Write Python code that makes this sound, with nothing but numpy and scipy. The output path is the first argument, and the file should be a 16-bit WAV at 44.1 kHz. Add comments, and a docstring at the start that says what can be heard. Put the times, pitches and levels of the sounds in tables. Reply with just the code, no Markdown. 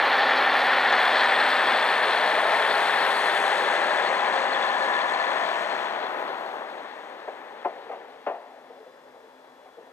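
"""Diesel railcar leaving at night

From a platform, a railcar passes close to a two-port microphone and fades away to the left.
Its six-cylinder engine is a noise pattern repeated nearly alike every cycle and pulsed by the firings,
with harmonics of the cycle, a gear whine, squeaks and shaped hiss. Further off, noise bursts ring track
modes as two bogies knock over a rail joint and fainter thumps follow; wavering sines are the thin rails."""
import sys
import numpy as np
from scipy import signal
from scipy.fft import rfft, irfft
from scipy.io import wavfile
from scipy.ndimage import uniform_filter1d, map_coordinates

SR = 44100
rng = np.random.default_rng(int(sys.argv[2]) if len(sys.argv) > 2 else 0)


def pcm_store(signal):
    """Save signal as 16-bit PCM."""
    levels = np.round(np.clip(np.atleast_2d(signal), -1, 1) * 32767)
    wavfile.write(sys.argv[1], SR, levels.astype(np.int16).T)


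N = 437472
TIME, FREQ = np.arange(N) / SR, np.maximum(np.fft.rfftfreq(N, 1 / SR), 1)


def undb(db):
    """Decibels to gain."""
    return 10 ** (np.asarray(db) / 20)


def unit(x):
    """Scale to rms 1."""
    return x / np.sqrt(np.mean(x ** 2))


def curves(table):
    """One value per sample for each column of a table of times."""
    seconds, *columns = np.transpose(table)
    return [np.interp(TIME, seconds, column) for column in columns]


def colour(x, points):
    """Give x a spectrum of (Hz, dB) points that falls away beyond its ends; rms 1."""
    hz, db = np.transpose(points)
    skirts = np.minimum(1, np.minimum(FREQ / hz[0], hz[-1] / FREQ)) ** 4
    gain = undb(np.interp(np.log(FREQ), np.log(hz), db))
    return unit(irfft(rfft(x) * skirts * gain, N))


def resonance(f, hz, width):
    """Response of one mode, 1 at its centre."""
    return 1 / (1 + 1j * (f ** 2 - hz ** 2) / (f * width))


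def ringing(push, hz, width):
    """A mode kept ringing by a push; rms 1."""
    return unit(irfft(rfft(push) * resonance(FREQ, hz, width) ** 2, N))


def walk(rate, size=8192):
    """Smooth chance that changes about rate times a second; spread 1."""
    f = np.fft.rfftfreq(size, TIME[-1] / size)
    slow = irfft(rfft(rng.standard_normal(size)) * np.exp(-(f / rate) ** 2), size)
    return unit(np.interp(TIME, np.linspace(0, TIME[-1], size), slow))


def swell(s, length_s):
    """A beamed sound rises and falls as its beam sweeps over the platform."""
    return np.exp(-.5 * ((TIME - s) / length_s) ** 2)


def beams(table, push):
    """Resonances set ringing by one push, each swelling in its own time."""
    return sum(undb(db) * swell(s, length_s) * ringing(push, hz, width)
               for hz, width, db, s, length_s in table)


def place(x, pan_db, lag_s):
    """A source on the left is louder there and reaches the right port later."""
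    late = map_coordinates(x, [(TIME - lag_s) * SR], order=3, mode="nearest")
    return np.array([x * undb(pan_db / 2), late * undb(-pan_db / 2)])


# four-stroke cycles per second; the Doppler shift lowers them steadily once the engine has gone by
CYCLE_HZ, GONE_BY_S, SAG_HZ_PER_S = 12.972, 1.66, .072
CRANK_JITTER_S = 3.5e-5  # the crankshaft runs a little early and late, which blurs the high harmonics


def crankshaft():
    """Count of engine cycles so far: the running sum of the cycle rate, plus a slow jitter."""
    cycle_hz = CYCLE_HZ - SAG_HZ_PER_S * np.maximum(TIME - GONE_BY_S, 0)
    return np.cumsum(cycle_hz) / SR + CYCLE_HZ * CRANK_JITTER_S * walk(6)


def rattle(turns, change_s, count=3400):
    """A dense rattle that comes round once a cycle; it slowly changes as the car shows other sides."""
    out = np.zeros(N)
    for start in np.arange(0, TIME[-1] + change_s, change_s):
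        near = abs(TIME - start) < change_s
        pattern = unit(irfft(np.exp(2j * np.pi * rng.random(count // 2 + 1)), count))
        weight = np.cos(np.pi / 2 * (TIME[near] - start) / change_s)
        position = turns[near] % 1 * count
        out[near] += weight * map_coordinates(pattern, [position], order=3, mode="grid-wrap")
    return out


def engine_drive(turns, share):
    """The rattle that repeats with the engine, mixed with fresh noise."""
    share = np.clip(share, 0, 1)
    return np.sqrt(share) * rattle(turns, 1.1) + np.sqrt(1 - share) * rng.standard_normal(N)


def firings(turns, depth_db, uneven_db, count=6):
    """Each cylinder gives a sharp swell that dies away; alternate cylinders differ in strength."""
    phase = turns * count % 1
    pulse = np.minimum(phase / 0.056, 1) * np.exp(-phase / 0.22)
    return unit(undb(depth_db * pulse + uneven_db * np.cos(np.pi * count * turns)))


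def machinery(turns, share, spectrum, depth_db, uneven_db, flutter_db):
    """The engine's rattle, pulsed by the firings and coloured by the part that radiates it."""
    pulsed = engine_drive(turns, share) * firings(turns, depth_db, uneven_db)
    return colour(pulsed, spectrum) * undb(flutter_db * walk(14.0))


# Low note of the exhaust. Each row: pitch in Hz, level in dB within the spectrum.
EXHAUST_SPECTRUM = [(30, -47), (70, -43), (120, -29.5), (180, -17.5), (250, -7.5), (320, -7), (400, -1),
                    (520, 1.5), (620, 1.5), (800, -33)]
# the deep exhaust carries further: its level beside the car, and the dB it loses for each dB the block loses
EXHAUST_DB, EXHAUST_FADE = -34, 0.67


def exhaust(turns, share, block_db):
    """Deep noise pulsed gently by the firings; it fades less with distance than the block."""
    level_db = EXHAUST_DB + EXHAUST_FADE * (block_db - block_db.max())
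    sound = machinery(turns, 0.69 * share, EXHAUST_SPECTRUM, depth_db=2.5, uneven_db=0.3, flutter_db=1.0)
    return sound * undb(level_db)


# Roar of the engine block. Each row: pitch in Hz, level in dB within the spectrum.
BLOCK_SPECTRUM = [(400, -42), (540, -10.5), (620, -2), (700, -3), (800, 2.5), (900, -1.5), (1020, -2),
                  (1200, -7.5), (1400, -8), (1800, -11.5)]


def engine_block(turns, share, block_db):
    """Middle-pitched roar, pulsed by the firings; it flutters more as the repeating share drops."""
    sound = machinery(turns, 0.55 * share, BLOCK_SPECTRUM, depth_db=4.0, uneven_db=0.5,
                      flutter_db=.7 * (1 - share))
    return sound * undb(block_db - 1.5)


# Engine tones that stand out from the roar. Each row: multiple of the cycle rate, level in dB before the
# fade with the block, second when loudest, half length in seconds.
ENGINE_ORDERS = [(14, -62, 1.5, 3), (16, -60, 3, 2.2), (18, -59, 4, .6), (20, -50, .6, .9),
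                 (20, -56, 4, 1.1), (24, -54, .6, .8), (26, -53, 2.5, 1.3), (26, -55, 5.8, .8),
                 (30, -48, 1.1, .6), (31, -47.5, 3.2, 2.4), (33, -48, 2.7, .4), (39, -47, 1.5, 1.8),
                 (47, -43.5, 2.3, 1.6), (48, -42, 2, .4), (48, -43.5, 5.8, .5), (50, -38.5, 2.7, .65),
                 (53, -42, 4.8, 1.1), (55, -39.5, 2.5, .45), (55, -45, 5.8, .45), (57, -37, .9, .6),
                 (57, -44, 4.1, 1.1), (58, -41, .4, .5), (60, -39, 1.5, .55), (61, -40.5, .3, .55),
                 (61, -42.5, 3.1, .7), (62, -36.5, .5, .6), (62, -36, 3.3, .6), (62, -42, 4.8, .5),
                 (63, -39.5, .3, .4), (63, -38.5, 3.7, .5), (64, -42, 2.8, 1), (68, -41, .8, .8),
                 (69, -43.5, 3, 1.2), (72, -36.5, .25, .45), (75, -39.5, 1.3, .3), (76, -42, 4.8, .7),
                 (77, -41, 3.6, 1.1), (78, -41, .5, .55), (86, -42.5, 5.2, .5), (96, -40.5, 1.3, .5),
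                 (108, -42, 1.4, .5), (129, -42, 3.5, .5), (133, -40, 1.6, 1.5), (133, -41.5, 4.9, .5),
                 (135, -39.5, .2, .45), (137, -39, .8, .6), (137, -44, 4, .8), (139, -38, 1, .55),
                 (139, -41, 4.95, .45), (145, -41, 1, .5)]
TONES_FADE_DB = -32  # the tones sink with the block once it is below this level


def engine_tones(turns, block_db, scatter_per_order=.007, most_scatter=.42):
    """Harmonics of the cycle, each beamed in its own time; shifting reflections make higher ones waver."""
    tones = 0
    for order, db, s, length_s in ENGINE_ORDERS:
        phase = 2 * np.pi * (order * turns + rng.random())
        scatter = min(scatter_per_order * order, most_scatter)
        wavering = np.sin(phase + scatter * walk(3)) * (1 + scatter * walk(3))
        tone = wavering * np.sqrt(2 / (1 + scatter ** 2))
        tones = tones + undb(db) * swell(s, length_s) * tone
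    return tones * undb(np.minimum(block_db - TONES_FADE_DB, 0))


# The final drive whines upward as the car gathers speed, until the Doppler shift holds it.
# Each row: time in seconds, pitch in Hz, level in dB.
GEAR_PATH = [(0, 517, -43), (.6, 525, -43), (1.4, 532, -46), (2.4, 537, -46), (4, 537, -42.5),
             (4.9, 536, -42), (5.7, 534, -50), (7, 534, -66), (8, 534, -80)]


def gear_whine(waver_hz=1.2, flutter_db=2.2):
    """Meshing teeth sing one wavering note that follows the road speed."""
    hz, db = curves(GEAR_PATH)
    phase = 2 * np.pi * np.cumsum(hz + waver_hz * walk(8)) / SR
    return undb(db + flutter_db * walk(5)) * np.sqrt(2) * np.sin(phase)


# Body panels that drone as the car goes by the platform. Each row: pitch in Hz, width in Hz, level in dB,
# second when loudest, half length in seconds.
PANEL_MODES = [(248, 110, -62.5, 6.1, 0.98), (384, 50, -43, 3.97, 0.52), (636, 180, -32, 2.5, 0.33),
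               (564, 140, -36, 3.9, .4), (974, 210, -33.5, 4.87, 0.77), (1800, 46, -35, 0.15, 0.62),
               (1753, 63, -40, 3.1, 0.99), (1723, 75, -34, 4.96, 0.48)]


def body_panels(turns, share):
    """Panel resonances driven mostly by the engine's rattle, each swelling in its own time."""
    return beams(PANEL_MODES, engine_drive(turns, .85 * share))


# Clatter of the injectors. Each row: pitch in Hz, level in dB within the spectrum.
CLATTER_SPECTRUM = [(1000, -2.5), (1350, -3), (1550, -1.5), (1770, 2), (2000, -2), (2300, -6.5),
                    (2900, -11.5), (3150, -12), (3420, -13), (3750, -19.5), (4500, -61)]


def injector_clatter(turns, share):
    """Hard upper-middle noise, pulsed most deeply while the engine's repeating share is high."""
    return machinery(turns, 0.57 * share, CLATTER_SPECTRUM, depth_db=6.1 * share, uneven_db=-0.36,
                     flutter_db=0.55)


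# Bright ticks of the injectors. Each row: pitch in Hz, level in dB within the spectrum.
TICK_SPECTRUM = [(2500, -2.5), (3000, -3.5), (3400, 4.5), (3750, 1), (4250, 0), (4750, -9), (5600, -14.5),
                 (8000, -54)]


def injector_ticks(turns, share):
    """Brighter pulsed noise under the clatter, most of it fresh at each cycle."""
    return undb(-11.5) * machinery(turns, 0.11 * share, TICK_SPECTRUM, depth_db=7.4 * share,
                                   uneven_db=0.9, flutter_db=1.3)


# Wheel modes that grit sets chirping. Each row: pitch in Hz, width in Hz, level in dB against the clatter
# before the flutter and the fade with the engine's share.
WHEEL_MODES = [(3430, 130, -19), (4230, 420, -20), (6450, 560, -39)]
# The clearest stick-slip squeaks from the wheels. Each row: start in seconds, pitch in Hz, level in dB
# against the clatter before that fade.
CLEAR_SQUEAKS = [(1.190, 4050, -11), (1.663, 3350, -6), (1.819, 3420, -5), (2.695, 3570, -11),
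                 (3.144, 4520, -14), (3.349, 3445, -5), (4.054, 4300, -8), (4.536, 3430, -2),
                 (4.616, 3450, -4), (4.928, 3500, -4), (5.127, 4250, -8)]
# fainter squeaks: how many a second, level against the wheel mode set off, stray from its pitch (share)
SQUEAKS_PER_S, SQUEAK_DB, SQUEAK_DETUNE = 22, 3, .06


def squeaks(rise_s=0.0066, width_hz=300, size=4400):
    """Stick-slip chirps, each a rough ring that grows and dies; faint ones fall at random near wheel modes."""
    t, f = TIME[:size], np.maximum(np.fft.rfftfreq(size, 1 / SR), 1)
    slip = (t / rise_s / 2) ** 2 * np.exp(2 - t / rise_s)
    faint = []
    for when, which, detune in rng.random((int(SQUEAKS_PER_S * N / SR), 3)):
        hz, _, db = WHEEL_MODES[int(which * len(WHEEL_MODES))]
        pitch_hz = hz * (1 + SQUEAK_DETUNE * (2 * detune - 1))
        faint.append((when * TIME[-1], pitch_hz, db + SQUEAK_DB))
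    out = np.zeros(N + size)
    for s, hz, db in [*CLEAR_SQUEAKS, *faint]:
        noise = rng.standard_normal(size)
        ring = slip * irfft(rfft(noise) * resonance(f, hz, width_hz) ** 2, size)
        start = int(s * SR)
        out[start:start + size] += undb(db) * ring * slip.std() / ring.std()
    return out[:N]


def wheel_chirps(share):
    """Noise keeps the wheel modes ringing unsteadily, with squeaks on top; all fade with the share."""
    chirps = squeaks()
    for hz, width, db in WHEEL_MODES:
        fluttering = ringing(rng.standard_normal(N), hz, width) * undb(5 * walk(50))
        chirps = chirps + undb(db) * unit(fluttering)
    return (share / share.max()) ** 2 * chirps


# A close reflection sweeps a notch through the hiss. Each row: time in seconds, extra delay in seconds.
REFLECTION_DELAY = [(0, .000138), (1.6, .00013), (3.1, .000102), (4.1, .000136), (6, .00015)]


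def reflected(x, gain=.36):
    """Add the close reflection, whose delay changes as the car moves; levelled to a running rms of 1."""
    delay_s = curves(REFLECTION_DELAY)[0]
    both = x + gain * map_coordinates(x, [(TIME - delay_s) * SR], order=3, mode="nearest")
    return both / np.sqrt(uniform_filter1d(both ** 2, size=22050))


# Hiss of the passing car. Each row: pitch in Hz, level in dB within the spectrum.
HISS_SPECTRUM = [(3800, -4), (5000, 1), (6300, 6), (7000, 1), (8200, 3), (9300, -2), (11000, -7.5)]
# Finest top of that hiss. Each row: pitch in Hz, level in dB within the spectrum.
TOP_SPECTRUM = [(8500, -7), (10000, -5.5), (12000, -6), (14200, -13)]
# Treble as the car leaves. Each row: time in seconds, hiss in dB and finest top in dB, before small trims.
TREBLE_LEVELS = [(0.0, -59.5, -61), (1.94, -55, -59), (3.39, -48, -58), (4.16, -51.5, -74),
                 (5.73, -54.5, -75), (6.01, -63, -75), (6.25, -64.5, -71), (6.88, -68.5, -82),
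                 (8.4, -78, -93)]
# A narrow band of the hiss swells briefly. Each row: pitch in Hz, width in Hz, level in dB,
# second when loudest, half length in seconds.
HISS_SWELL = [(8200, 1300, -55.5, 1.45, 0.45)]


def engine_hiss(turns, share):
    """Beamed treble noise pulsed by the firings, notched by a reflection; it dies first."""
    hiss_db, top_db = curves(TREBLE_LEVELS)
    hiss = machinery(turns, .15 * share, HISS_SPECTRUM, depth_db=8 * share, uneven_db=.3, flutter_db=.9)
    top = machinery(turns, .15 * share, TOP_SPECTRUM, depth_db=5 * share, uneven_db=1, flutter_db=.9)
    band_push = rng.standard_normal(N) * firings(turns, depth_db=8, uneven_db=1)
    return (reflected(hiss) * undb(hiss_db - 0.76) + reflected(top) * undb(top_db + 2.5)
            + beams(HISS_SWELL, band_push))


# The still night around the platform. Each row: pitch in Hz, level in dB within the spectrum.
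NIGHT_SPECTRUM = [(25, -13), (60, 2), (85, 4), (130, -5), (300, -1), (1000, -4), (3000, -8)]


def still_night(level_db=-77):
    """Steady low-weighted noise, the same at both ports."""
    return undb(level_db) * colour(rng.standard_normal(N), NIGHT_SPECTRUM)


# Each microphone port's own hiss. Each row: pitch in Hz, level in dB within the spectrum.
PORT_SPECTRUM = [(1500, 1), (4000, 4), (6000, -4.5), (9000, -7.5), (14000, -8)]


def port_hiss(level_db=-67.5):
    """Steady noise drawn apart for each port."""
    noises = rng.standard_normal((2, N))
    return undb(level_db) * np.array([colour(noise, PORT_SPECTRUM) for noise in noises])


# What wheel and track ring with. Each row: pitch in Hz, width in Hz, level in dB before the band limits.
TRACK_MODES = [(225, 130, -15.5), (368, 66, -5), (449, 76, -2), (563, 97, 0), (692, 100, 4.5),
               (830, 147, 2), (1030, 130, -3), (1220, 210, -10), (1410, 95, -12), (1880, 260, -18),
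               (2080, 400, -37), (2600, 310, -20), (3400, 700, -49)]
# Wheels striking joints, further off. Each row: start in seconds, level in dB before a 4.5 dB cut,
# decay in seconds, brightness in dB per octave, crack in dB, the wheel's own ring in Hz, its level in dB
# against the knock.
WHEEL_STRIKES = [(7.273, -26.5, 0.0083, -4.5, -12, 604, -9), (7.644, -18, 0.012, -3.5, -18, 2070, -21),
                 (7.684, -36, 0.018, 2, -18, 560, -12), (7.889, -30, 0.01, -1, -23, 500, -10),
                 (7.908, -30, 0.033, -1.5, -14, 1230, -12), (8.262, -19.5, 0.027, -1.5, -22, 1220, -16.5),
                 (8.345, -39, 0.022, 2, -20, 824, -12), (8.695, -43, 0.06, -9.5, -14, 477, 0),
                 (8.797, -46.5, .018, -15, -15, 445, 6.5), (8.857, -47, 0.015, -13, -16, 512, 4),
                 (9.14, -46.5, 0.018, -4, -14, 518, -1), (9.231, -51, 0.014, -12, -18, 450, 5),
                 (9.657, -46.5, .025, 0, -14, 744, 4), (9.769, -42.5, 0.022, -19, -16, 469, 3),
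                 (9.86, -47, 0.01, -6.5, -16, 490, -4)]
CRACK_HZ, CRACK_WIDTH_HZ = 1700, 1360  # the broad crack of steel on steel, each of three passes
KNOCK_RISE_S, DULL_RISE_S = 0.010, 0.0003  # time to full force, its growth per dB per octave of dullness
BLOW_DB = 18  # the landing blow against the chatter


def wheel_knocks(tail_db=-21, tail_s=0.3, wheel_s=0.02, low_hz=260, high_hz=3800, size=22050):
    """A wheel chatters over the gap and lands with a blow that rings it and track; a faint tail follows."""
    t, f = TIME[:size], np.maximum(np.fft.rfftfreq(size, 1 / SR), 1)
    # neighbouring modes answer in opposite sense
    track = sum((-1) ** k * undb(db) * resonance(f, hz, width)
                for k, (hz, width, db) in enumerate(TRACK_MODES))
    track = track / (1 + low_hz / (1j * f)) ** 3 / (1 + 1j * f / high_hz) ** 3
    crack = resonance(f, CRACK_HZ, CRACK_WIDTH_HZ) ** 3
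    out = np.zeros(N + size)
    for s, db, decay_s, tilt_db, crack_db, wheel_hz, wheel_db in WHEEL_STRIKES:
        rise_s = KNOCK_RISE_S + DULL_RISE_S * max(-tilt_db, 0)
        onset, after = np.sqrt(np.minimum(t / rise_s, 1)), np.maximum(t - rise_s, 0)
        envelope = onset * (np.exp(-after / decay_s) + undb(tail_db) * np.exp(-t / tail_s))
        force = envelope * rng.standard_normal((2, size))
        force[:, int(rise_s * SR)] += undb(BLOW_DB)
        tilt = undb(tilt_db * np.log2(np.clip(f, 450, 3000) / 700))
        spectrum = rfft(force[0]) * track + rfft(force[1]) * undb(crack_db) * crack
        ring = irfft(spectrum * tilt, size)
        loudest = np.sqrt(uniform_filter1d(ring ** 2, size=600).max())
        wheel_tone = np.sqrt(2) * np.sin(2 * np.pi * wheel_hz * t)
        wheel = undb(wheel_db) * onset * np.exp(-after / wheel_s) * wheel_tone
        start = int(s * SR)
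        out[start:start + size] += undb(db - 4.5) * (ring / loudest + wheel)
    return place(out[:N], pan_db=3.6, lag_s=.0001)


# Few low notes of the far car's exhaust. Each row: pitch in Hz, width in Hz, level in dB,
# second when loudest, half length in seconds.
DRONE_NOTES = [(150, 14, -82, 9, 1.2), (258, 6, -68, 9, 1.5), (450, 70, -52, 7.95, .3)]


def far_drone():
    """The exhaust of the far car drones on: noise rings narrow low resonances."""
    return beams(DRONE_NOTES, rng.standard_normal(N))


# Thin whistles of the rails. Each row: pitch in Hz, level in dB, second when loudest, half length in seconds.
RAIL_WHISTLES = [(3445, -73.5, 8.75, 0.45), (3391, -74, 9.55, 0.42), (3951, -83, 9.1, 0.9),
                 (4648, -85, 8.1, .5), (4963, -86, 8.6, 1.2), (5060, -80.5, 9.05, .4),
                 (5561, -87, 8.7, 1.1)]


def singing_rails(waver_hz=2, flutter_db=1.3):
    """The rolling wheels keep a few high rail modes whistling, heard once the engine is far."""
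    song = 0
    for hz, db, s, length_s in RAIL_WHISTLES:
        phase = 2 * np.pi * np.cumsum(hz + waver_hz * walk(28)) / SR
        level = undb(db + flutter_db * walk(10)) * swell(s, length_s)
        song = song + level * np.sqrt(2) * np.sin(phase)
    return place(song, pan_db=2, lag_s=.00003)


# How far the sound repeats with the engine; the rest is rolling noise. Each row: time in seconds,
# share 0-1 before each part's own factor.
REPEATING_SHARE = [(0, 0.8), (6.1, 0.8), (7.2, 0.4), (8.5, 0.2)]
# The car going away from the platform. Each row: time in seconds, roar of the engine block in dB,
# injector clatter in dB, before small trims.
PASSING_LEVELS = [(0.0, -23, -23.5), (0.41, -23.5, -23), (0.72, -26, -23.5), (1.05, -24.5, -22.5),
                  (2.48, -25, -26), (2.65, -25.5, -25), (3.84, -25, -28.5), (5.03, -28, -32),
                  (5.47, -29.5, -32), (6.32, -31.5, -41.5), (6.55, -34, -45.5), (6.88, -40, -46.5),
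                  (7.87, -46, -51.5), (8.54, -54, -58), (9.2, -53.5, -63), (9.92, -54, -62.5)]
# Where the car is heard. Each row: time in seconds, left minus right in dB before each part's own factor.
CAR_BEARING = [(0.0, 0.5), (4.79, 4.5), (5.53, 5), (8.6, 4.5)]
# the right port hears the car later the further left it is: greatest lag before each part's factor, and
# how sharply it grows
LAG_S, LAG_POWER = .00019, 1.05


def railcar():
    """Exhaust, block and injectors all follow one crankshaft, and the car moves left as it leaves."""
    turns = crankshaft()
    block_db, clatter_db = curves(PASSING_LEVELS)
    (share,), (pan_db,) = curves(REPEATING_SHARE), curves(CAR_BEARING)
    lag_s = LAG_S * abs(pan_db / pan_db.max()) ** LAG_POWER
    low = exhaust(turns, share, block_db) + far_drone()
    middle = engine_block(turns, share, block_db) + engine_tones(turns, block_db)
    middle = middle + gear_whine() + body_panels(turns, share)
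    high = injector_clatter(turns, share) + injector_ticks(turns, share) + wheel_chirps(share)
    high = high * undb(clatter_db - 0.36)
    # the microphone housing shades the far port more, and delays it less, as the pitch rises;
    # the hiss stays near the middle
    return (place(low, .5 * pan_db, 1.64 * lag_s)
            + place(middle, 1.14 * pan_db, lag_s)
            + place(high, 1.68 * pan_db, .5 * lag_s)
            + place(engine_hiss(turns, share), 0.13 * pan_db, 0))


def scene():
    """The railcar, the quiet night, the hiss of the two ports, the wheels on the joints and the rails."""
    return railcar() + still_night() + port_hiss() + wheel_knocks() + singing_rails()


def record(dry, cut_hz=14400):
    """The recorder cuts the top steeply."""
    steep = signal.ellip(10, .2, 80, cut_hz, fs=SR, output="sos")
    return signal.sosfilt(steep, dry)


dry = scene()
out = record(dry)
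pcm_store(out)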